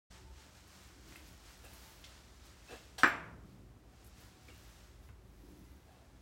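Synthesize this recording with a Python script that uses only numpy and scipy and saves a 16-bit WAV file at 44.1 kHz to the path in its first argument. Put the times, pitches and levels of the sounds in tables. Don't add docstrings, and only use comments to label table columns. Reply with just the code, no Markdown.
import sys
import numpy as np
from scipy import signal
from scipy.fft import rfft, irfft, next_fast_len
from scipy.io import wavfile

SR = 44100
rng = np.random.default_rng(int(sys.argv[2]) if len(sys.argv) > 2 else 0)


def master(y):
    cut = np.clip(np.atleast_2d(y).T, -1, 1)
    pcm = np.round(cut * 32767)
    wavfile.write(sys.argv[1], SR, pcm.astype(np.int16))


N = 273861
TIME = np.arange(N) / SR
# start_s, gain_db
BLOWS = [(3.0336, 1.5)]


def from_db(db):
    return 10 ** (np.asarray(db) / 20)


def rms_one(x):
    return x / np.sqrt(np.mean(x ** 2) + 1e-20)


def at_hz(rows, hz, column=1):
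    rows = np.array(rows)
    return np.interp(np.log(np.maximum(hz, 1)), np.log(rows[:, 0]), rows[:, column])


def coloured(x, spectrum):
    size = next_fast_len(N)
    hz = np.arange(size // 2 + 1) * SR / size
    return rms_one(irfft(rfft(x, size) * from_db(at_hz(spectrum, hz)), size)[:N])


def grains(spread_db):
    noise = rng.standard_normal(N)
    grain_db = spread_db * np.repeat(rng.standard_normal(N // 20 + 1), 20)[:N]
    return rms_one(noise * from_db(grain_db))


def resonance(x, hz, width_hz):
    r = np.exp(-np.pi * width_hz / SR)
    feedback = [1, -2 * r * np.cos(2 * np.pi * hz / SR), r * r]
    return signal.lfilter(np.array([1, 0, -1]) * (1 - r * r) / 2, feedback, x)


def narrow(x, hz, stage_width_hz):
    return rms_one(resonance(resonance(x, hz, stage_width_hz), hz, stage_width_hz))


def decay(t, t60):
    return (t >= 0) * np.exp(-np.log(1000) * np.clip(t / t60, 0, 10))


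def stroke(start, length, rise, t60):
    return np.clip((TIME - start) / rise, 0, 1) * decay(np.maximum(TIME - start - length, 0), t60)


def background():
    # pitch_hz, half_stage_width_hz, level_db
    machinery = [(52.15, 3, -64), (68, 4, -64.5), (111.5, 8, -73.5), (182.6, 8.6, -74.5), (367, 12, -79.5)]
    # time_s, gain_db
    swell_points = [(0.3, 3.5), (0.55, -3), (0.78, 3.5), (1.05, -1.5), (1.48, -1), (1.8, 3.5), (1.97, -2),
                    (5.1, 1), (5.9, -1.5)]
    # frequency_hz, relative_db
    rumble_spectrum = [(20, -21), (35, -10.5), (55, 4), (80, -1), (115, -2), (160, -10), (300, -9),
                       (500, -15.5), (1000, -19.5), (2000, -26.5), (4000, -32.5), (15000, -40)]
    # start_s, length_s, level_db, pitch_hz
    far_tones = [(0.117, 0.26, -73.5, 889), (1.70, 0.16, -74.5, 892), (3.6, 0.82, -79.5, 744),
                 (4.88, .06, -80, 2020), (5.66, .1, -81, 2020)]
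    drones = sum(from_db(db) * narrow(rng.standard_normal(N + SR), hz, 2 * half_width)[SR:]
                 for hz, half_width, db in machinery)
    swell = from_db(np.interp(TIME, *np.transpose(swell_points)))
    rumble = from_db(-62) * coloured(rng.standard_normal(N), rumble_spectrum)
    tones = sum(from_db(db) * stroke(start, length, rise=.01, t60=1.0)
                * narrow(rng.standard_normal(N), hz, stage_width_hz=23)
                for start, length, db, hz in far_tones)
    return rumble + swell * drones + tones


def arm_speed(peak_s, length, speed_up_share=.4):
    width_s = length * np.where(TIME < peak_s, speed_up_share, 1 - speed_up_share)
    return np.exp(-np.minimum(((TIME - peak_s) / width_s) ** 2, 20))


def jacket(ticks_per_s=35, tick_db=-8, body_crinkle_db=-11.5):
    # time_s, level_db
    body_rustle = [(0.3, -69), (1.0, -65.5), (2.9, -66), (3.3, -76), (3.8, -82.5), (4.0, -68.5),
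                   (4.82, -66.5), (5.2, -82.5), (6.0, -74.5)]
    # peak_s, length_s, swish_db, crinkle_db
    reaches = [(0.114, 0.2, -60.5, -76), (0.411, .18, -63, -75), (0.567, 0.14, -64.5, -75),
               (0.77, 0.27, -62, -71), (1.129, .2, -61.5, -67.5), (1.28, 0.13, -64.5, -67.5),
               (1.486, 0.19, -61.5, -69), (1.787, 0.43, -61.5, -63.5), (2.115, 0.2, -63, -75),
               (2.474, 0.13, -64.5, -73), (2.735, .23, -60.5, -70), (3.513, .24, -75, -80),
               (4.218, .15, -64, -68), (4.605, 0.5, -67, -70.5), (5.05, 0.11, -73, -73),
               (5.518, 0.6, -72, -72.5)]
    # frequency_hz, relative_db
    swish_spectrum = [(300, -28.5), (600, -6), (900, -7), (1400, -4.5), (2200, -7), (3200, -7.5),
                      (5400, -8), (8000, -11.5), (10000, -20), (14000, -39.5)]
    # frequency_hz, relative_db
    crinkle_spectrum = [(6500, -25), (9500, -4.5), (12000, -0.5), (13200, -5.5), (15000, -3), (16500, -1)]
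    body_db = np.interp(TIME, *np.transpose(body_rustle))
    swish_power = from_db(body_db) ** 2
    crinkle_power = from_db(body_db + body_crinkle_db) ** 2
    for peak_s, length, swish_db, crinkle_db in reaches:
        speed = arm_speed(peak_s, length)
        swish_power += (from_db(swish_db) * speed) ** 2
        crinkle_power += (from_db(crinkle_db) * speed) ** 2
    ticks = rms_one((rng.random(N) < ticks_per_s / SR) * rng.standard_normal(N))
    sliding = coloured(grains(spread_db=1.5), swish_spectrum)
    creases = coloured(grains(spread_db=1.5) + from_db(tick_db) * ticks, crinkle_spectrum)
    return np.sqrt(swish_power) * sliding + np.sqrt(crinkle_power) * creases


def folds():
    # start_s, level_db
    flips = [(0.675, -67), (1.16, -60), (1.28, -68), (1.512, -67), (1.645, -58.5), (1.735, -58),
             (2.451, -68), (4.044, -64), (4.065, -61.5), (4.21, -67)]
    envelope = sum(from_db(db) * decay(TIME - start, t60=0.1) for start, db in flips)
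    return envelope * narrow(grains(spread_db=3.5), hz=11000, stage_width_hz=11000)


def panes():
    # pitch_hz, half_stage_width_hz, gain_db
    modes = [(110, 19.5, -0.5), (179.6, 23, -1.5), (284, 54, -2.5)]
    # start_s, length_s, level_db, tilt_db_per_octave
    pushes = [(0.936, 0.27, -70, 11), (3.235, 0.37, -63, -7), (4.03, 0.54, -70.5, -3.5),
              (5.075, 0.037, -66.5, -8), (5.42, .16, -63, 8)]
    friction = grains(spread_db=5.0)
    middle_hz = modes[1][0]
    hum = 0
    for hz, half_width, mode_db in modes:
        octaves = np.log2(hz / middle_hz)
        drive = sum(from_db(db + tilt * octaves) * stroke(start, length, rise=0.021, t60=0.95)
                    for start, length, db, tilt in pushes)
        hum += from_db(mode_db) * drive * narrow(friction, hz, 2 * half_width)
    return hum


def taps():
    # start_s, level_db, pitch_hz, nominal_width_hz, t60_s
    contacts = [(1.123, -54, 1950, 900, 0.047), (1.159, -62, 2100, 1200, .09), (1.649, -60, 2540, 150, .13),
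                (2.043, -52.5, 2930, 2940, 0.14), (2.684, -63, 2610, 90, .2), (2.729, -59.5, 2664, 90, .17),
                (2.984, -54, 5790, 70, .2), (3.074, -55, 13900, 5000, 0.079),
                (4.485, -60.5, 2200, 300, .08), (4.502, -61, 2820, 100, .17),
                (5.088, -60.5, 1000, 950, 0.11)]
    burst = grains(spread_db=3.0)
    return sum(from_db(db) * decay(TIME - start, t60) * narrow(burst, hz, 1.3 * width)
               for start, db, hz, width, t60 in contacts)


def snaps():
    # start_s, level_db, pitch_hz, t60_s
    clicks = [(1.1250, -48, 2030, 0.0086), (1.1583, -39.5, 2150, 0.0068), (1.1599, -41, 2550, 0.0062),
              (2.041, -39.5, 3260, 0.0043), (4.4825, -52, 2400, 0.01)]
    return sum(from_db(db) * decay(TIME - start, t60) * np.sin(2 * np.pi * hz * (TIME - start))
               for start, db, hz, t60 in clicks)


def yard(x, scatter_db, scatter_t60, build_s):
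    # frequency_hz, gain_db, t60_s
    tail = [(60, -9, 2.2), (120.2, 1.5, 2.8), (276, -11.5, 2.7), (618, -1.5, .7), (1400, -7, 0.55),
            (2394, 0, 0.5), (4050, -2, 0.42), (5460, -7, 0.33), (8000, 0, 0.47), (15000, -7.5, .28)]
    t = TIME[:2 * SR]
    edges_hz = 45 * 2 ** (np.arange(18) / 2)
    white = rng.standard_normal((2, len(t))) / np.sqrt(SR)
    response = 0
    for k, (low, high) in enumerate(zip(edges_hz, edges_hz[1:])):
        band = signal.sosfilt(signal.butter(2, [low, high], "band", fs=SR, output="sos"), white[k % 2])
        hz = np.sqrt(low * high)
        t60 = at_hz(tail, hz, column=2)
        tail_power = from_db(2 * at_hz(tail, hz)) * decay(t, t60) ** 2 / t60
        scatter_power = from_db(2 * scatter_db) * decay(t, scatter_t60) ** 2 / scatter_t60
        response += band * np.sqrt(2 * np.log(1000) * (tail_power + scatter_power))
    return signal.fftconvolve(x, response * np.clip(t / build_s, 0, 1))[:N]


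def scrapes():
    # pitch_hz, width_hz, relative_db
    modes = [(259, 90, -1), (463, 160, 1), (735, 160, -1), (1228, 200, -7.5), (1702, 81, -1.5),
             (2690, 70, -3.5)]
    # frequency_hz, relative_db
    grit_spectrum = [(300, -24), (500, -8.5), (680, -1.5), (880, -4), (1100, -9), (1500, -2.5),
                     (2200, -10.5), (4000, -4.5), (6200, -14), (9000, -12), (10000, -21), (15500, -22)]
    # start_s, length_s, rise_s, level_db, t60_s, grit_power_share
    rubs = [(1.637, 0.0086, 0.007, -58.5, 0.37, 0.27), (2.684, 0.062, 0.027, -51, 0.13, 0.12),
            (2.98, 0.016, 0.0038, -43.5, 0.15, 0.98), (4.48, 0.01, 0.0055, -59, .12, 0.4),
            (5.861, 0.12, 0.019, -70, .6, .2)]
    slips = grains(spread_db=1)
    body = rms_one(sum((-1) ** k * from_db(db) * resonance(slips, hz, width)
                       for k, (hz, width, db) in enumerate(modes)))
    grit = coloured(grains(spread_db=1), grit_spectrum)
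    return sum(from_db(db) * stroke(start, length, rise, t60)
               * (np.sqrt(1 - share) * body + np.sqrt(share) * grit)
               for start, length, rise, db, t60, share in rubs)


def struck(modes):
    t = TIME[:SR]
    ring = sum((-1) ** k * from_db(db) * np.sin(2 * np.pi * hz * t) * decay(t, t60)
               for k, (hz, db, t60) in enumerate(modes))
    out = np.zeros(N)
    for start, db in BLOWS:
        at = round(start * SR)
        out[at:at + SR] += from_db(db) * ring
    return out


def knock(crack_db=-43.0, crack_t60=0.044):
    # pitch_hz, level_db, t60_s
    plank_modes = [(128, -32.5, 0.019), (292.6, -24, 0.07), (550, -26, 0.01774), (822, -35.5, 0.0629),
                   (960, -20.5, 0.016), (1269, -9, 0.0098), (1793, -11.5, 0.017), (2400, -26, 0.03),
                   (2802, -25, 0.011), (3438, -28, 0.0116), (4050, -33, 0.0238), (4970, -33, 0.008),
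                   (5750, -34.5, 0.016)]
    # pitch_hz, level_db, t60_s
    sympathetic_modes = [(283, -43, .45), (366.5, -40.5, 0.29), (688, -39.5, .35), (1090, -41, 0.23),
                         (1150, -39.5, .25), (1200, -37.5, 0.4), (1254, -36.5, .25), (1290, -32.5, 0.22),
                         (1416, -37.5, 0.36), (1463, -35.5, .25), (1558, -33, .27), (1617, -37, .28),
                         (1663, -35, .32), (1690, -35.5, 0.36), (1770, -35.5, 0.3), (2100, -43, .33),
                         (2348, -43.5, .22), (5820, -52.5, 0.26), (6275, -56, 0.22), (7540, -57.5, 0.32),
                         (7490, -53.5, 0.32), (7570, -51.5, 0.32), (7700, -49, 0.12), (7900, -51.5, .1)]
    crack_envelope = sum(from_db(db) * decay(TIME - start, crack_t60) for start, db in BLOWS)
    crack = from_db(crack_db) * grains(spread_db=2.5) * crack_envelope
    direct = struck(plank_modes) + crack
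    tail = yard(radiated_pulse(), scatter_db=-10.5, scatter_t60=.2, build_s=0.025)
    return direct + echoes(direct, cutoff_hz=5000) + tail + struck(sympathetic_modes)


def echoes(x, cutoff_hz):
    # delay_s, gain_db
    paths = [(0.00131, -6), (0.0039, -12.5), (0.00776, -7), (0.0104, -5.5), (0.01229, -4.5),
             (0.01345, -14.5), (0.01646, -17), (0.0219, -13.5), (0.0261, -11), (0.03146, -17.5),
             (0.04, -15)]
    dull = signal.sosfilt(signal.butter(1, cutoff_hz, fs=SR, output="sos"), x)
    return sum(from_db(db) * np.interp(TIME - delay, TIME, dull) for delay, db in paths)


def radiated_pulse():
    # frequency_hz, level_db
    spectrum = [(60, 0.5), (130, 6.5), (300, 15.5), (450, 5.5), (720, 10.5), (900, 12.5), (1250, 20.5),
                (1700, 19.5), (1950, 12), (2400, 9), (2900, 0.5), (4000, -5), (5500, -4), (6800, -18.5),
                (15000, -25)]
    size = next_fast_len(N)
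    hz = np.arange(size // 2 + 1) * SR / size
    impulses = sum(from_db(db) * np.exp(-2j * np.pi * hz * start) for start, db in BLOWS)
    return irfft(impulses * from_db(at_hz(spectrum, hz)), size)[:N]


def grate():
    envelope = from_db(-69) * stroke(start=5.86, length=.12, rise=.01, t60=.8)
    return envelope * narrow(grains(spread_db=4.5), hz=676, stage_width_hz=200)


def scene():
    handling = scrapes() + taps() + snaps()
    handling += from_db(-6.0) * yard(handling, scatter_db=2.5, scatter_t60=.11, build_s=0.0061)
    return (knock() + handling + panes() + jacket() + folds() + background() + grate())[None]


def record(dry):
    overload, start_s, fade_s = 0.48, 0.1, 0.012
    low_cut_hz, high_cut_hz = 35, 15900
    fade_in = np.clip((TIME - start_s) / fade_s, 0, 1)
    rounded = overload * np.tanh(dry / overload)
    high_pass = signal.butter(2, low_cut_hz, "high", fs=SR, output="sos")
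    low_pass = signal.ellip(12, .1, 80, high_cut_hz, fs=SR, output="sos")
    return signal.sosfilt(low_pass, signal.sosfilt(high_pass, rounded) * fade_in)


dry = scene()
out = record(dry)
master(out)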